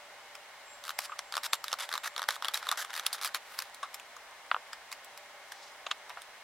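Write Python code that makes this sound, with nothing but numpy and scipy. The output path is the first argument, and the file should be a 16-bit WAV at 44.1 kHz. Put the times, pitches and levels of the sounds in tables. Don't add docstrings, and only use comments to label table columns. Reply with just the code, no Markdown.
import sys
import numpy as np
from scipy import signal
from scipy.fft import rfft, irfft, next_fast_len
from scipy.io import wavfile
from scipy.ndimage import map_coordinates

SR = 44100
rng = np.random.default_rng(int(sys.argv[2]) if len(sys.argv) > 2 else 0)


def unload_wav(signal):
    wavfile.write(
        sys.argv[1],
        SR,
        np.round(np.clip(np.atleast_2d(signal).T, -1, 1) * 32767).astype(np.int16),
    )


N = 283563
TIME = np.arange(N) / SR
TOP_HZ = 16200


def amp(db):
    return 10 ** (np.asarray(db) / 20)


def unit(x):
    return x / np.sqrt(np.mean(x ** 2) + 1e-20)


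def along(points, hz):
    point_hz, values = np.transpose(points)
    return np.interp(np.log(hz + 1), np.log(point_hz), values)


def wobble(rate):
    knots = rng.standard_normal(int(N * rate / SR) + 4)
    return map_coordinates(knots, [TIME * rate])


def filtered(x, gain):
    count = x.shape[-1]
    padded = next_fast_len(count + SR // 10)
    spectrum = rfft(x, padded) * gain(np.fft.rfftfreq(padded, 1 / SR))
    return irfft(spectrum, padded)[..., :count]


def stereo(mid, side, width):
    side = filtered(side, lambda hz: amp(along(width, hz)))
    return np.array([mid + side, mid - side])


def add(out, s, sound):
    start = max(round(s * SR), 0)
    part = out[:, start:][:, :sound.shape[1]]
    part += sound[:, :part.shape[1]]


def burst(t60, count=8192, rise_s=1e-6):
    t = np.arange(1, count + 1) / SR
    envelope = amp(-60 * t / t60) * (1 - np.exp(-t / rise_s))
    noise = rng.standard_normal((2, count)) * envelope
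    return noise / np.linalg.norm(noise, axis=1, keepdims=True)


BLADE_MODES = [1140, 3940, 4470, 5670]


def body(colour, tilt_db, vary_db, blade_db, blade_width_hz=130, vary_width_hz=550, low_hz=270, size=1024):
    hz = np.fft.rfftfreq(size, 1 / SR)
    octaves = np.log2(np.maximum(hz, 500) / 500)
    blades = sum(1 / (1 + ((hz - mode) / blade_width_hz) ** 2) for mode in BLADE_MODES)
    sheet = map_coordinates(rng.standard_normal(256), [hz / vary_width_hz]) * np.minimum(octaves / 2, 1)
    gain = amp(along(colour, hz) + tilt_db * octaves + blade_db * blades + vary_db * sheet)
    gain /= 1 + (low_hz / (hz + 20)) ** 2
    gain /= 1 + (hz / TOP_HZ) ** 20
    cepstrum = irfft(np.log(gain))
    cepstrum[1:size // 2] *= 2
    cepstrum[size // 2 + 1:] = 0
    response = irfft(np.exp(rfft(cepstrum)))
    return response / np.linalg.norm(response)


# (frequency [Hz], side gain relative to centre [dB])
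CONTACT_WIDTH = [(1200, -59), (2800, -20.5), (6500, -4.5), (13000, -13.5)]
LEAD = int(.006 * SR)
CRACK_RISE_S = 0.0005


def contacts(table, colour, crest_db, crack_db, crack_t60, ring_db, ring_t60, room_db, lead_db, vary_db,
             blade_db, lead_t60=0.0077, room_t60=0.12, room_hz=2200):
    out = np.zeros((2, N))
    window = int(.004 * SR)
    for s, db, tilt_db in table:
        lead = amp(lead_db) * burst(lead_t60, count=LEAD)[:, ::-1]
        cracks = amp(crack_db) * burst(crack_t60, rise_s=CRACK_RISE_S)
        ring = amp(ring_db) * burst(ring_t60)
        room = amp(room_db) * filtered(burst(room_t60), lambda hz: 1 / np.hypot(1, hz / room_hz))
        mid, side = np.hstack([lead, cracks + ring + room])
        mid[LEAD] -= 1
        response = body(colour, tilt_db, vary_db, blade_db)
        sound = signal.fftconvolve(stereo(mid, side, CONTACT_WIDTH), response[None], axes=1)
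        attack = np.sqrt(np.sum(sound.mean(0)[:LEAD + window] ** 2) / window)
        add(out, s - LEAD / SR, amp(db - crest_db) * sound / attack)
    return out


# (frequency [Hz], relative level [dB])
STROKE_COLOUR = [(150, -35.5), (550, -8), (1200, 4), (1600, 5), (2600, -4), (3800, -0.5), (7000, -10),
                 (12000, -12), (15500, -21)]


def scrapes(strokes, grain_db, judder_db, edge_s, fade_t60, vary_db, blade_db):
    out = np.zeros((2, N))
    grip = amp(grain_db * wobble(1800) + judder_db * wobble(170))
    for start, end, db, fade_db, tilt_db in strokes:
        length_s = end - start
        t = np.arange(int((length_s + fade_t60) * SR)) / SR
        noise = rng.standard_normal((2, 2 * SR))[:, :len(t)]
        ridges = unit(noise * grip[int(start * SR):][:len(t)])
        pressure = np.minimum(t / edge_s, 1)
        pressure *= amp(-60 * np.maximum(t - length_s, 0) / fade_t60)
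        pressure *= amp(-fade_db * np.minimum(t / length_s, 1))
        response = body(STROKE_COLOUR, tilt_db, vary_db, blade_db)
        mid, side = signal.fftconvolve(ridges * pressure, response[None], axes=1)
        add(out, start, amp(db) * stereo(mid, amp(-1.0) * side, CONTACT_WIDTH))
    return out


def slide(at_s, length_s, level_db, centre_hz):
    band = lambda hz: np.exp(-2 * np.log2((hz + 1) / centre_hz) ** 2)
    mid, side = unit(filtered(rng.standard_normal((2, N)), band))
    swell = np.exp(-((TIME - at_s) / length_s) ** 2) * amp(level_db + 2 * wobble(60))
    return swell * stereo(mid, side, CONTACT_WIDTH)


# (frequency [Hz], relative level per Hz [dB])
AIR_COLOUR = [(15, -55), (25, -18.5), (161, -23.5), (394, -16.5), (451, -12), (575, -2), (754, -2.5),
              (936, -4.5), (1070, -3.5), (2220, -6.5), (2480, -9.5), (8590, -22.5), (16000, -31.5)]
# (frequency [Hz], side gain relative to centre [dB])
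AIR_WIDTH = [(110, -0.5), (600, -21.5), (4000, 0)]
# (frequency [Hz], relative level [dB])
HUM_LINES = [(399, -80), (582, -73.5), (797, -70), (915, -73), (2196, -75)]


def room_tone(air_db, hum_db, ripple_db, ripple_hz):
    knots = rng.standard_normal(2048)

    def air_gain(hz):
        ripple = map_coordinates(knots, [hz / ripple_hz]) * np.minimum(hz / 800, 1)
        return amp(along(AIR_COLOUR, hz) + ripple_db * ripple)

    mid, side = unit(filtered(rng.standard_normal((2, N)), air_gain))
    hum = np.zeros(N)
    for hz, db in HUM_LINES:
        level = amp(db + 3.4 * wobble(2.115))
        hum += level * np.sin(2 * np.pi * hz * TIME + .5 * wobble(8.5))
    return amp(air_db) * stereo(mid, side, AIR_WIDTH) + amp(hum_db) * hum


# (frequency [Hz], relative level [dB])
CRINKLE_COLOUR = [(200, -35), (1200, 13), (1900, 2), (3500, -1.5), (6000, -5.5), (15500, -20)]


def ticks(per_s, level_db, spread_db):
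    levels_db = level_db + spread_db * np.minimum(rng.exponential(size=N), 2)
    sizes = (rng.random(N) < per_s / SR) * amp(levels_db)
    channels = []
    for crack in burst(0.0063, count=1024):
        tick = np.convolve(crack, body(CRINKLE_COLOUR, 1.0, 1.9, 0))
        channels.append(signal.fftconvolve(sizes, tick)[:N])
    mid, side = channels
    return stereo(mid, side, CONTACT_WIDTH)


# (time [s], level [dB])
WHINE_LEVEL = [(.635, -80), (.662, -62), (.745, -56), (.8, -68), (1.05, -64), (1.17, -76), (1.28, -63),
               (1.48, -70), (1.525, -56), (1.7, -77), (2.05, -61), (2.28, -70)]


def whine(pitch_hz, flutter_db):
    level_db = np.interp(TIME, *np.transpose(WHINE_LEVEL), right=-np.inf) + flutter_db * wobble(21.9)
    return amp(level_db) * np.sin(2 * np.pi * pitch_hz * TIME + 0.36 * wobble(52))


# (time [s], nominal peak level [dB], tilt [dB per octave])
CRINKLES = [(0.353, -31, 3), (2.3635, -27.5, 1), (2.628, -26, -1.5), (2.848, -25, 2.5), (2.905, -28, -0.5),
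            (3.746, -33.5, 6), (3.944, -25.5, 5), (3.998, -32, 1.5), (4.166, -31, 1), (4.7315, -24.5, -1),
            (4.917, -29, 2), (4.9265, -24.5, 3), (5.046, -37.5, 12), (5.176, -32.5, 4.5),
            (5.521, -26.5, 2.0), (6.096, -30.5, 0.5), (6.219, -33.5, 5)]


def crinkles():
    return contacts(CRINKLES, CRINKLE_COLOUR, crest_db=11, crack_db=5, crack_t60=0.007, ring_db=3,
                    ring_t60=0.06, room_db=-8, lead_db=-1, vary_db=3.5, blade_db=-3, lead_t60=0.02)


# (start [s], end [s], final level [dB], tilt [dB per octave])
CUTS = [(0.831, 0.911, -50, 1), (1.323, 1.385, -45.5, -1), (1.642, 1.718, -49, 0), (1.898, 1.97, -42, -1),
        (2.161, 2.24, -49, -2), (2.42, 2.485, -45, -1.5), (2.632, 2.737, -48, -0.5),
        (2.926, 2.999, -41.5, 1), (3.215, 3.269, -37.5, 2)]
RUB_SWELL_DB = 3.5


def rubbing():
    closings = [(start, end, final_db - RUB_SWELL_DB, -RUB_SWELL_DB, tilt_db)
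                for start, end, final_db, tilt_db in CUTS]
    return scrapes(closings, grain_db=4.0, judder_db=2.5, edge_s=0.006, fade_t60=0.07, vary_db=2, blade_db=1)


# (time [s], nominal peak level [dB])
SLIPS = [(0.839, -30.5), (0.8522, -29.5), (0.8692, -31), (0.88, -25.5), (0.893, -19.5), (0.9053, -22),
         (1.3239, -23), (1.3402, -20.5), (1.354, -21.5), (1.368, -16), (1.3783, -17), (1.6419, -19.5),
         (1.682, -21.5), (1.7174, -24.5), (1.739, -18), (1.8909, -24.5), (1.9161, -24), (1.9273, -20),
         (1.9394, -17.5), (1.954, -18.5), (1.9779, -20), (2.1635, -20.5), (2.1797, -20.5), (2.194, -19),
         (2.2188, -19), (2.2287, -22), (2.2396, -23), (2.424, -19), (2.4468, -16.5), (2.4549, -20),
         (2.484, -15), (2.669, -21), (2.7149, -13), (2.7252, -18.5), (2.9398, -25), (2.953, -25),
         (2.9641, -22.5), (2.9766, -24), (2.996, -20), (3.2138, -24), (3.226, -25), (3.2339, -23),
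         (3.247, -17), (3.2588, -21.5), (3.275, -23.5)]
# (frequency [Hz], relative level [dB])
SLIP_COLOUR = [(150, -36), (550, -13.5), (800, -4), (1200, 6.5), (2600, -7.5), (3800, 1.5), (5000, -5.5),
               (7000, -11), (12000, -14), (15500, -19.5)]


def slips():
    starts, ends, _, tilts = np.transpose(CUTS)
    middles = (starts + ends) / 2
    table = [(s, db, tilts[np.argmin(abs(s - middles))]) for s, db in SLIPS]
    return contacts(table, SLIP_COLOUR, crest_db=11.5, crack_db=4.5, crack_t60=0.0046, ring_db=-3,
                    ring_t60=0.056, room_db=-1.5, lead_db=-7.5, vary_db=3.0, blade_db=0)


# (time [s], nominal peak level [dB], tilt [dB per octave])
SNAPS = [(0.9895, -15, 0), (1.1911, -20, -0.5), (1.5325, -9, 0), (1.7293, -14.5, -2), (2.288, -10, -1.5),
         (2.3068, -19, 0.5), (2.543, -14.5, 2), (2.5746, -21.5, 1.5), (2.6895, -14, 0.5), (3.065, -11, 4.5),
         (3.1293, -19.5, 3.5), (3.133, -22.5, 7.5), (3.3466, -15.5, 1.5), (3.5896, -17, 0), (3.602, -27, 3),
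         (3.622, -24.5, 1)]
# (frequency [Hz], relative level [dB])
SNAP_COLOUR = [(200, -38.5), (600, -5), (1200, 4.5), (2400, -2.5), (3800, 1), (8600, -10.5), (11500, -9.5),
               (15500, -20)]
REBOUND_S, REBOUND_LOSS_DB, REBOUND_DULLING_DB = .0035, 11.5, 3


def snaps():
    rebounds = [(s + REBOUND_S, db - REBOUND_LOSS_DB, tilt_db - REBOUND_DULLING_DB)
                for s, db, tilt_db in SNAPS]
    return contacts([*SNAPS, *rebounds], SNAP_COLOUR, crest_db=11, crack_db=4, crack_t60=0.0055, ring_db=-7,
                    ring_t60=0.07, room_db=-9, lead_db=-8, vary_db=3.5, blade_db=3, lead_t60=0.02)


# (start [s], end [s], starting level [dB], fade over the stroke [dB], tilt [dB per octave])
OPENINGS = [(.996, 1.057, -49, -7.5, 2.5), (1.431, 1.463, -36.5, -0.5, 2), (1.536, 1.547, -33, 4, 1.5),
            (1.786, 1.852, -36.5, 4.5, 0), (2.033, 2.077, -37, -0.5, 0), (2.293, 2.358, -37.5, 7.5, 1.5),
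            (2.536, 2.594, -31, 16.5, 1.5), (2.772, 2.825, -36, 1.5, 1.5), (3.134, 3.154, -38, 3, 2.5),
            (3.348, 3.372, -29.5, 14.5, 0)]


def opening():
    return scrapes(OPENINGS, grain_db=3.5, judder_db=2.0, edge_s=0.0025, fade_t60=0.054, vary_db=2.0,
                   blade_db=0.0)


# (time [s], nominal peak level [dB], tilt [dB per octave])
KNOCKS = [(1.096, -29, -4.5), (1.12, -28, -0.5), (2.719, -21.5, -4), (3.83, -23, 1), (6.103, -30.5, -3.0),
          (6.172, -29, -4.5)]
# (frequency [Hz], relative level [dB])
KNOCK_COLOUR = [(230, -50), (600, -5), (1200, 8.5), (2400, -8.5), (3000, -5.5), (4600, -18.5), (6000, -21),
                (15500, -40)]


def knocks():
    return contacts(KNOCKS, KNOCK_COLOUR, crest_db=9.5, crack_db=-5.5, crack_t60=0.0073, ring_db=4.5,
                    ring_t60=0.082, room_db=2, lead_db=-2, vary_db=6.0, blade_db=0.0)


# (start [s], end [s], starting level [dB], fade over the stroke [dB], tilt [dB per octave])
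DRAGS = [(2.42, 3.3, -50, -0.5, -2.5), (3.38, 3.62, -60.5, -11.5, -0.5)]


def drag():
    return scrapes(DRAGS, grain_db=5.5, judder_db=4.5, edge_s=0.091, fade_t60=0.31, vary_db=0.0, blade_db=0)


def strip():
    return slide(at_s=3.57, length_s=.085, level_db=-59, centre_hz=11500)


# (frequency [Hz], relative level [dB])
DROP_COLOUR = [(290, -44), (550, -12), (1200, 2), (1550, -2.5), (2150, -18), (3050, -14), (3600, -22),
               (4600, -31), (5200, -54), (15500, -76)]
DROP_S, DROP_DB, DROP_TILT_DB = 4.5158, -10, 2.5
FLIGHT_S, FLIGHT_SHRINK = .0295, .65
BOUNCE_LOSS_DB, BOUNCE_DULLING_DB = 2.1, 3.3
TIP_LEAD_S, TIP_LOSS_DB, TIP_TILT_DB = 0.0014, 2, 7.5


def bounces(count=3):
    rows = []
    for k in range(count):
        flown_s = FLIGHT_S * (1 - FLIGHT_SHRINK ** k) / (1 - FLIGHT_SHRINK)
        rows.append((DROP_S + flown_s, DROP_DB - BOUNCE_LOSS_DB * k ** 2, DROP_TILT_DB - BOUNCE_DULLING_DB * k))
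    return rows


def put_down():
    tips = (DROP_S - TIP_LEAD_S, DROP_DB - TIP_LOSS_DB, TIP_TILT_DB)
    return contacts([tips, *bounces()], DROP_COLOUR, crest_db=12, crack_db=-10, crack_t60=0.005, ring_db=-12,
                    ring_t60=0.06, room_db=-17, lead_db=-18, vary_db=1.5, blade_db=1)


def paper():
    return slide(at_s=5.63, length_s=.11, level_db=-58.5, centre_hz=4600)


# (time [s], nominal peak level [dB], tilt [dB per octave])
FLOPS = [(5.866, -21, -2), (5.913, -13.5, 1)]
# (frequency [Hz], relative level [dB])
FLOP_COLOUR = [(180, -67), (300, -25), (1200, 2.5), (1700, -9), (3400, -1), (3940, -6.5), (4490, -9),
               (5300, -19), (6360, -14.5), (8840, -29), (15500, -49)]


def flops():
    return contacts(FLOPS, FLOP_COLOUR, crest_db=11.0, crack_db=7.5, crack_t60=0.025, ring_db=6.5,
                    ring_t60=0.044, room_db=-14, lead_db=0.5, vary_db=2, blade_db=-1.5, lead_t60=0.015)


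def scene():
    background = room_tone(air_db=-52.5, hum_db=4.5, ripple_db=2.0, ripple_hz=44.66)
    background += whine(pitch_hz=7587, flutter_db=3.2)
    cutting = rubbing() + slips() + snaps() + opening()
    handling = ticks(per_s=8, level_db=-39, spread_db=4) + crinkles() + knocks() + drag() + strip()
    handling += put_down() + paper() + flops()
    return background + cutting + handling


def record(dry):
    return filtered(dry, lambda hz: np.clip((TOP_HZ - hz) / 700 + .5, 0, 1))


dry = scene()
out = record(dry)
unload_wav(out)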